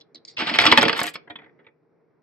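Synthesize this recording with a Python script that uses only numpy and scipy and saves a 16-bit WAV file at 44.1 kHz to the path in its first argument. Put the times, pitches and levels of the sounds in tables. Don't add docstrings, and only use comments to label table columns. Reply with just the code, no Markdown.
import sys
import numpy as np
from scipy import signal
from scipy.fft import rfft, irfft
from scipy.io import wavfile
from scipy.ndimage import uniform_filter1d

SR = 44100
rng = np.random.default_rng(int(sys.argv[2]) if len(sys.argv) > 2 else 0)


def boost(x):
    u = np.asarray(x, float) / 20
    return 10 ** u


def to_wav(s):
    ch = np.atleast_2d(s).T
    pcm = np.round(np.clip(ch, -1, 1) * 32767)
    wavfile.write(sys.argv[1], SR, pcm.astype(np.int16))


N = 97902

# pitch_hz, level_db
FAR_COLOUR = [(200, 0), (500, 5), (1100, -6), (1500, -1.5), (2050, 7), (2800, -12.5), (3450, -1.5),
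              (4400, -17)]
FAR_FROM_S = 1.2
GRAIN_DB = 1.5
KNOCK_DB = 1.5


def read(table, hz):
    a = np.array(table)
    return np.interp(np.log(hz), np.log(a[:, 0]), a[:, 1])


def curve(table):
    a = np.array(table)
    return boost(np.interp(np.arange(N) / SR, a[:, 0], a[:, 1], left=-140, right=-140))


def unit(x):
    return x / np.sqrt(np.mean(x ** 2))


def colour(x, table):
    f = np.maximum(np.fft.rfftfreq(N, 1 / SR), 1)
    inside = (f > table[0][0]) & (f < table[-1][0])
    return irfft(rfft(x) * boost(read(table, f)) * inside, N)


def low(x, hz):
    return signal.sosfilt(signal.butter(8, hz, fs=SR, output="sos"), x)


def band(x, low_hz, high_hz):
    return signal.sosfilt(signal.butter(2, [low_hz, high_hz], "band", fs=SR, output="sos"), x)


def grit(size, spread_db):
    bursts_db = spread_db * np.minimum(rng.exponential(size=size), 4.5)
    return unit(rng.standard_normal(size) * boost(bursts_db))


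def decay(x, t60):
    return signal.lfilter([1], [1, -np.exp(-np.log(1000) / t60 / SR)], x)


def ring(x, hz, t60):
    return signal.lfilter([1], [1, -np.exp((2j * np.pi * hz - np.log(1000) / t60) / SR)], x)


def contact(s, chatter_ms, rise_s, knock_db):
    chatter_db = -4.5
    t = np.arange(4000) / SR
    swell = (1 - np.exp(-t / rise_s)) * np.exp(-1000 * t / max(chatter_ms, .3))
    force = boost(chatter_db) * grit(len(t), GRAIN_DB) * swell / np.sqrt(1 + chatter_ms) / 2
    force[int(rise_s * SR)] += boost(knock_db) / np.sqrt(1 + chatter_ms / 4)
    at = max(int(s * SR), 0)
    return slice(at, at + len(t)), force


def ports(hz, luck):
    # pitch_hz, level_db
    left_over_right = [(100, -2.5), (250, -0.5), (500, -9), (1000, -3), (2000, 1), (4000, -2.2)]
    # pitch_hz, phase_rad
    phase_spread = [(100, .2), (250, 0.28), (500, 1.3), (1000, 0.28), (2000, 1.4), (4000, .9)]
    lag_s = -0.000063
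    half = np.pi * hz * lag_s + read(phase_spread, hz) * luck / 2
    left_db = read(left_over_right, hz)
    left = boost(left_db / 2) * np.exp(-1j * half)
    right = boost(-left_db / 2) * np.exp(1j * half)
    return np.array([[left], [right]])


def hiss(shape, tilt_db):
    # pitch_hz, level_db
    treble = [(5300, -33), (5800, -1), (8000, 1), (9600, -8.5), (10300, -16.5), (11500, -7), (13500, -15),
              (15800, -19.5)]
    mid, side = rng.standard_normal((2, N))
    noise = np.array([mid + .3 * side, np.roll(mid - .3 * side, 1)])
    tone = [(hz, db + tilt_db * np.log2(hz / 8000)) for hz, db in treble]
    return colour(noise * shape, tone) / np.std(colour(noise, tone))


def air():
    # pitch_hz, level_db (per Hz)
    murmur = [(40, -20.5), (90, -14.5), (150, -8.5), (450, -2.5), (800, -14), (2300, -26.5), (3000, -43),
              (6000, -43.5)]
    # pitch_hz, width_hz, level_db
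    resonances = [(168, 16, 0), (474.6, 18, 2)]
    # start_s, level_db
    swell = [(0, 6.5), (1.1, 11), (1.5, 8.5), (1.75, 1.5), (2.3, 2.9)]
    level_db, hum_db = -67, -5.5
    likeness = 0.56
    mid, side = rng.standard_normal((2, N))
    mid, side = np.sqrt(1 + likeness) * mid, np.sqrt(1 - likeness) * side
    noise = np.array([mid + side, mid - side])
    hum = sum(boost(db) * unit(ring(noise, hz, 2.2 / width).imag) for hz, width, db in resonances)
    sway = boost(0.6 * unit(uniform_filter1d(rng.standard_normal(N), size=5000)))
    tone = unit(unit(colour(noise, murmur)) + boost(hum_db) * unit(hum))
    return tone * boost(level_db) * sway * curve(swell)


def reflections(near):
    t60_s, start_s, level_db = .22, 0.007, -19
    t = np.arange(SR // 2) / SR
    fade = np.exp(-np.log(1000) * t / t60_s) * np.clip(t / start_s - 1, 0, 1)
    tail = rng.standard_normal((2, len(t))) * fade
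    tail = signal.sosfilt(signal.butter(1, 1809, fs=SR, output="sos"), tail)
    tail = tail / np.sqrt(np.sum(tail ** 2) / 2)
    return boost(level_db) * signal.fftconvolve(near.mean(0)[None], tail, axes=1)[:, :N]


def skin_slide():
    # start_s, level_db
    slide = [(.252, -50), (.268, -60.5), (.285, -52), (.31, -52.5), (.345, -62.5), (.368, -72.5)]
    skin = [(1500, -29), (2100, -10.5), (2900, -21), (4600, 1.0), (5600, -9), (6500, -12), (7500, -15),
            (9200, -37)]
    return unit(colour(grit(N, 3.5), skin)) * curve(slide) * np.ones((2, 1))


def pitched_clicks():
    # start_s, level_db, pitch_hz, chatter_ms, rise_ms; from 0.366 s these are the first knocks of a die
    clicks = [(.002, -45.5, 4200, 2, .9), (0.0098, -40, 3980, 7.4, 0.8), (0.146, -38, 4700, 7.2, .8),
              (0.155, -36.5, 4000, 9.5, 1.6), (0.179, -53, 3800, 4, 0.76), (0.2503, -35, 4840, 0.57, 0.56),
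              (0.276, -31.5, 4550, 15, 3.7), (0.366, -23, 3900, 3.5, 5.5), (0.369, -12.5, 2500, 3, 5.5),
              (0.462, -22.5, 2300, 3.6, 2), (0.463, -31.5, 4060, 4.1, 2)]
    partials = [(.47, -10, 0.009), (.8, -3, 0.0036), (.9, 5.5, .007), (1, 8, 0.0083), (1.12, 4.5, 0.0051),
                (1.24, -1.5, 0.0036), (1.6, -9, 0.0047)]
    palm_db = 7
    out = np.zeros((2, N))
    for s, db, hz, chatter_ms, rise_ms in clicks:
        at, push = contact(s, chatter_ms, rise_ms / 1000, KNOCK_DB - 2 * rise_ms)
        force = np.zeros(N)
        force[at] = push * boost(db + palm_db - 8)
        for ratio, part_db, t60 in partials:
            f = hz * ratio
            tone = (ports(f, rng.standard_normal()) * ring(force, f, t60)).imag
            out += boost(part_db) * band(tone, f / 1.09, f * 1.3)
    return out


def chain():
    # start_s, level_db
    rattle = [(.958, -60), (.98, -51.5), (1.008, -51.5), (1.013, -64.5), (1.029, -68.5), (1.036, -56.5),
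              (1.10, -47), (1.128, -73.5)]
    # start_s, level_db, length_ms
    link_ticks = [(0.965, -44.5, 2.8), (0.977, -37.5, 4), (1.001, -30, 3.8), (1.031, -25.5, 4.4),
                  (1.042, -44.5, 2.3), (1.059, -40.5, 2.6), (1.067, -33.5, 3), (1.074, -42, 4.6),
                  (1.086, -45, 5.3), (1.137, -43, 7.4)]
    rattle_db, tilt_db = 3.5, 11
    ticks = uniform_filter1d(np.abs(grit(N, 4.74)), size=40) * curve(rattle) * boost(rattle_db)
    for s, db, ms in link_ticks:
        age = np.maximum(np.arange(N) / SR - s, 0) * 1000 / ms
        ticks = ticks + boost(db + 11.0) * age * np.exp(-2 * age)
    body = band(rng.standard_normal(N) * ticks, 2600, 5500)
    return hiss(ticks, tilt_db) + boost(5.0) * body


def slab_modes():
    # pitch_hz, level_db (over the dense modes),
    # t60_s
    standout = [(160, 2, 0.063), (241.7, 11, 0.13), (296.1, 7.5, 0.13), (312, 10.5, 0.13), (409, 1, .1),
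                (457, 6, 0.14), (554.6, 7.5, 0.1), (711.4, 6, 0.078), (885.7, 6.5, 0.088), (958.6, -3, .08),
                (1175, -0.5, 0.042), (1276.6, 3.5, 0.027), (1372, -4.5, 0.02), (3400, 3, 0.064)]
    # pitch_hz, level_db
    top = [(90, -31.5), (290, -13), (600, -13), (1250, -2.5), (2100, 0), (3400, -6), (4600, -10),
           (5500, -13.5)]
    # pitch_hz, t60_s
    ring_t60 = [(100, 0.083), (400, 0.1), (1000, 0.032), (2800, 0.039), (5500, 0.03)]
    count = 72
    place = np.arange(count) + .5 + .3 * rng.standard_normal(count)
    dense_hz = 80 + 5500 * (place / count) ** 1.6
    low_hz, low_db, low_t60 = np.array(standout).T
    hz = np.r_[dense_hz, low_hz]
    t60 = np.r_[read(ring_t60, dense_hz), low_t60]
    lift_db = np.r_[0 * dense_hz, low_db]
    gain = boost(read(top, hz) + lift_db - 20.0) * (hz / 1500) ** 0.26
    return hz, t60, gain, rng.standard_normal(len(hz))


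def knocks(hz):
    # start_s, level_db, tilt_db (per octave), treble_db,
    # chatter_ms
    bounces = [(.146, -59, -10.5, -60, 6.7), (.379, -23.5, 5, -37, 8), (.3885, -18, 1.5, -38, 15),
               (.404, -21, -0.5, -41.5, 8), (.420, -19.5, -3, -41, 2), (.4685, -13.5, 1, -37.5, 9),
               (.4745, -17.5, -1.5, -41, 12), (.487, -17.5, 1.5, -43, 8), (.495, -15.5, 3, -40, 5),
               (.511, -23, -5, -41, 6), (.538, -13, 1.8, -37.5, 8), (.546, -13, 0, -40.5, 8),
               (.555, -15.5, 2.5, -39, 10), (.586, -0.5, 2.06, -33.5, 2.26), (.598, -9.5, 5.5, -34.5, 5),
               (.607, -12, 4.5, -36, 5), (.613, -10.5, -2.5, -28.5, 6), (.620, -17.5, 3.5, -26.5, 4),
               (.638, -8.5, -0.5, -38.5, 2.7), (.652, -5.5, -0.7, -27.5, 5.8), (.6635, -4.5, 4.5, -34, 1.8),
               (.6665, -6.5, 7.5, -34, 2.5), (.675, -11, -4, -34.5, 4), (.714, -7, 6.5, -31, 3.1),
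               (.7217, -1.2, 0.3, -38, 2.4), (.7247, -2.65, -0.7, -40, 2.1), (.733, -17.5, -1.5, -38.5, 5),
               (.7735, 0.5, 0.5, -28.5, 2.34), (.7802, -2.5, 0, -32, 8.6), (.811, -11, 6.5, -39.5, 1.7),
               (.819, -9.5, 0.5, -23.5, 1.1), (.8275, -3, -2, -22.5, 1.5), (.836, -12.5, -3, -40, 3),
               (.851, -9.5, 1, -40.5, 2), (.857, -17, -6, -45, 2), (.881, -9.5, 4.5, -29.5, 2.8),
               (.894, -8.5, -2.7, -36.5, 4.1), (.9275, -10.5, 0.1, -39.5, 3)]
    # start_s, level_db, tilt_db (per octave), treble_db, chatter_ms
    settling = [(.962, -19, -1, -41, 26), (.991, -13, -0.2, -25, 1.6), (1.014, -13, -1.5, -26, 1.2),
                (1.037, -18.5, -1.3, -23, 6.2), (1.055, -20, 1.3, -32, 0.83), (1.065, -23, -2.3, -15, 2.4),
                (1.074, -21, 3, -29, 9.3), (1.139, -32.5, 5, -24, 15), (1.154, -22.5, 1.2, -40, 3.8),
                (1.272, -34, -7.5, -50, 5.8), (1.298, -17, 2.8, -48, 7.4), (1.355, -19.5, 5.7, -40, 2.1),
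                (1.386, -30.5, 2, -50, 2.6), (1.392, -35.5, -4.5, -50, 5.6), (1.415, -38, -3, -55, 5),
                (1.430, -43, -2, -55, 4.7), (1.4405, -39, 0.3, -57, 3.8), (1.459, -39.5, -6.5, -56, 4.2),
                (1.491, -48, -6, -55, 3.2), (1.588, -45, -7.5, -51, 10.4), (1.596, -49.5, 0, -56, 3.5),
                (1.642, -49, -4, -55.5, 9.5), (1.665, -35, 2.3, -55, 4.05), (1.682, -48, -5, -57, 4)]
    table_db, treble_gain_db, scatter_db = 3.5, 2, 2.5
    bell_hz, bell_db = 1866, 0.42
    in_step = .65
    count = len(hz)
    force, crack = np.zeros((count, N)), np.zeros(N)
    octave = np.log2(hz / bell_hz)
    for s, db, tilt_db, treble_db, chatter_ms in list(bounces) + list(settling):
        if s > FAR_FROM_S:
            at, push = contact(s, chatter_ms, 0.0034, -6)
            tone_db = tilt_db * np.maximum(octave, -1) + read(FAR_COLOUR, hz)
        else:
            at, push = contact(s, chatter_ms, 0.00091, KNOCK_DB)
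            tone_db = tilt_db * octave
        scatter = scatter_db * np.clip(rng.standard_normal(count), -2, 1.5)
        mix = boost(db + table_db + tone_db - bell_db * octave ** 2 + scatter)
        sign = np.where(rng.random((count, 1)) < in_step, 1, -1)
        force[:, at] += mix[:, None] * sign * push
        crack[at] += boost(db + treble_db + treble_gain_db) * np.abs(push)
    return force, crack


def tabletop():
    # start_s, level_db
    roll_levels = [(.375, -48), (.40, -22.5), (.455, -31.5), (.578, -28.5), (.63, -20.5), (.70, -19),
                   (.76, -26), (.84, -25.5), (.92, -31.5), (1.0, -27), (1.08, -47), (1.13, -57.5),
                   (1.26, -75), (1.39, -56), (1.495, -61), (1.52, -76.5), (1.65, -66), (1.71, -91)]
    roll_db, roll_tilt_db, far_tilt_db = 4.5, 2, -21
    roll_treble_db, treble_t60_s = -31.5, 0.0088
    travel_ms = .9
    hz, t60, gain, luck = slab_modes()
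    force, crack = knocks(hz)
    roll = curve(roll_levels)
    tumble = [grit(N, GRAIN_DB) * roll for _ in range(6)]
    distant = np.arange(N) / SR > FAR_FROM_S
    out = 0
    for k, f in enumerate(hz):
        far_db = read(FAR_COLOUR, f) + far_tilt_db * max(np.log2(f / 2000), 0)
        roll_gain = boost(roll_db - 20 + roll_tilt_db * np.log2(f / 1500)) * np.where(distant, boost(far_db), 1)
        push = force[k] + roll_gain * tumble[k % 6]
        late = int(travel_ms * SR / 1000 * (np.sqrt(1000 / f) - .5))
        out = out + gain[k] * (ports(f, luck[k]) * ring(np.roll(push, late), f, t60[k])).imag
    body = np.where(distant, low(out, 4200), low(out, 5600))
    treble = decay(crack, treble_t60_s) / 4 + boost(roll_treble_db - 4.5) * roll
    return body + hiss(treble, 0.27)


def scene():
    near = tabletop() + chain() + pitched_clicks() + skin_slide()
    return near + reflections(near) + air()


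def gate(x):
    edges_hz = [5900, 6600, 9600, 10600, 13600, 16500]
    half_shut = [-72, -90.5, -81, -82, -88]
    soft_db = 3.5
    f, _, z = signal.stft(x, SR, nperseg=512, noverlap=384)
    gain = np.ones(z.shape[1:])
    for a, b, shut_db in zip(edges_hz[:-1], edges_hz[1:], half_shut):
        rows = (f >= a) & (f < b)
        band_db = 10 * np.log10(np.mean(np.abs(z[:, rows]) ** 2, axis=(0, 1)) + 1e-18)
        gain[rows] = .5 + .5 * np.tanh((band_db - shut_db) / soft_db)
    return signal.istft(z * gain, SR, nperseg=512, noverlap=384)[1][:, :N]


def top_cut(x):
    return signal.sosfilt(signal.butter(12, 15800, fs=SR, output="sos"), x)


def record(dry):
    x = signal.sosfilt(signal.butter(3, 115.9, "high", fs=SR, output="sos"), dry)
    mix = np.clip(gate(x), -1, 1)
    return top_cut(mix)


dry = scene()
out = record(dry)
to_wav(out)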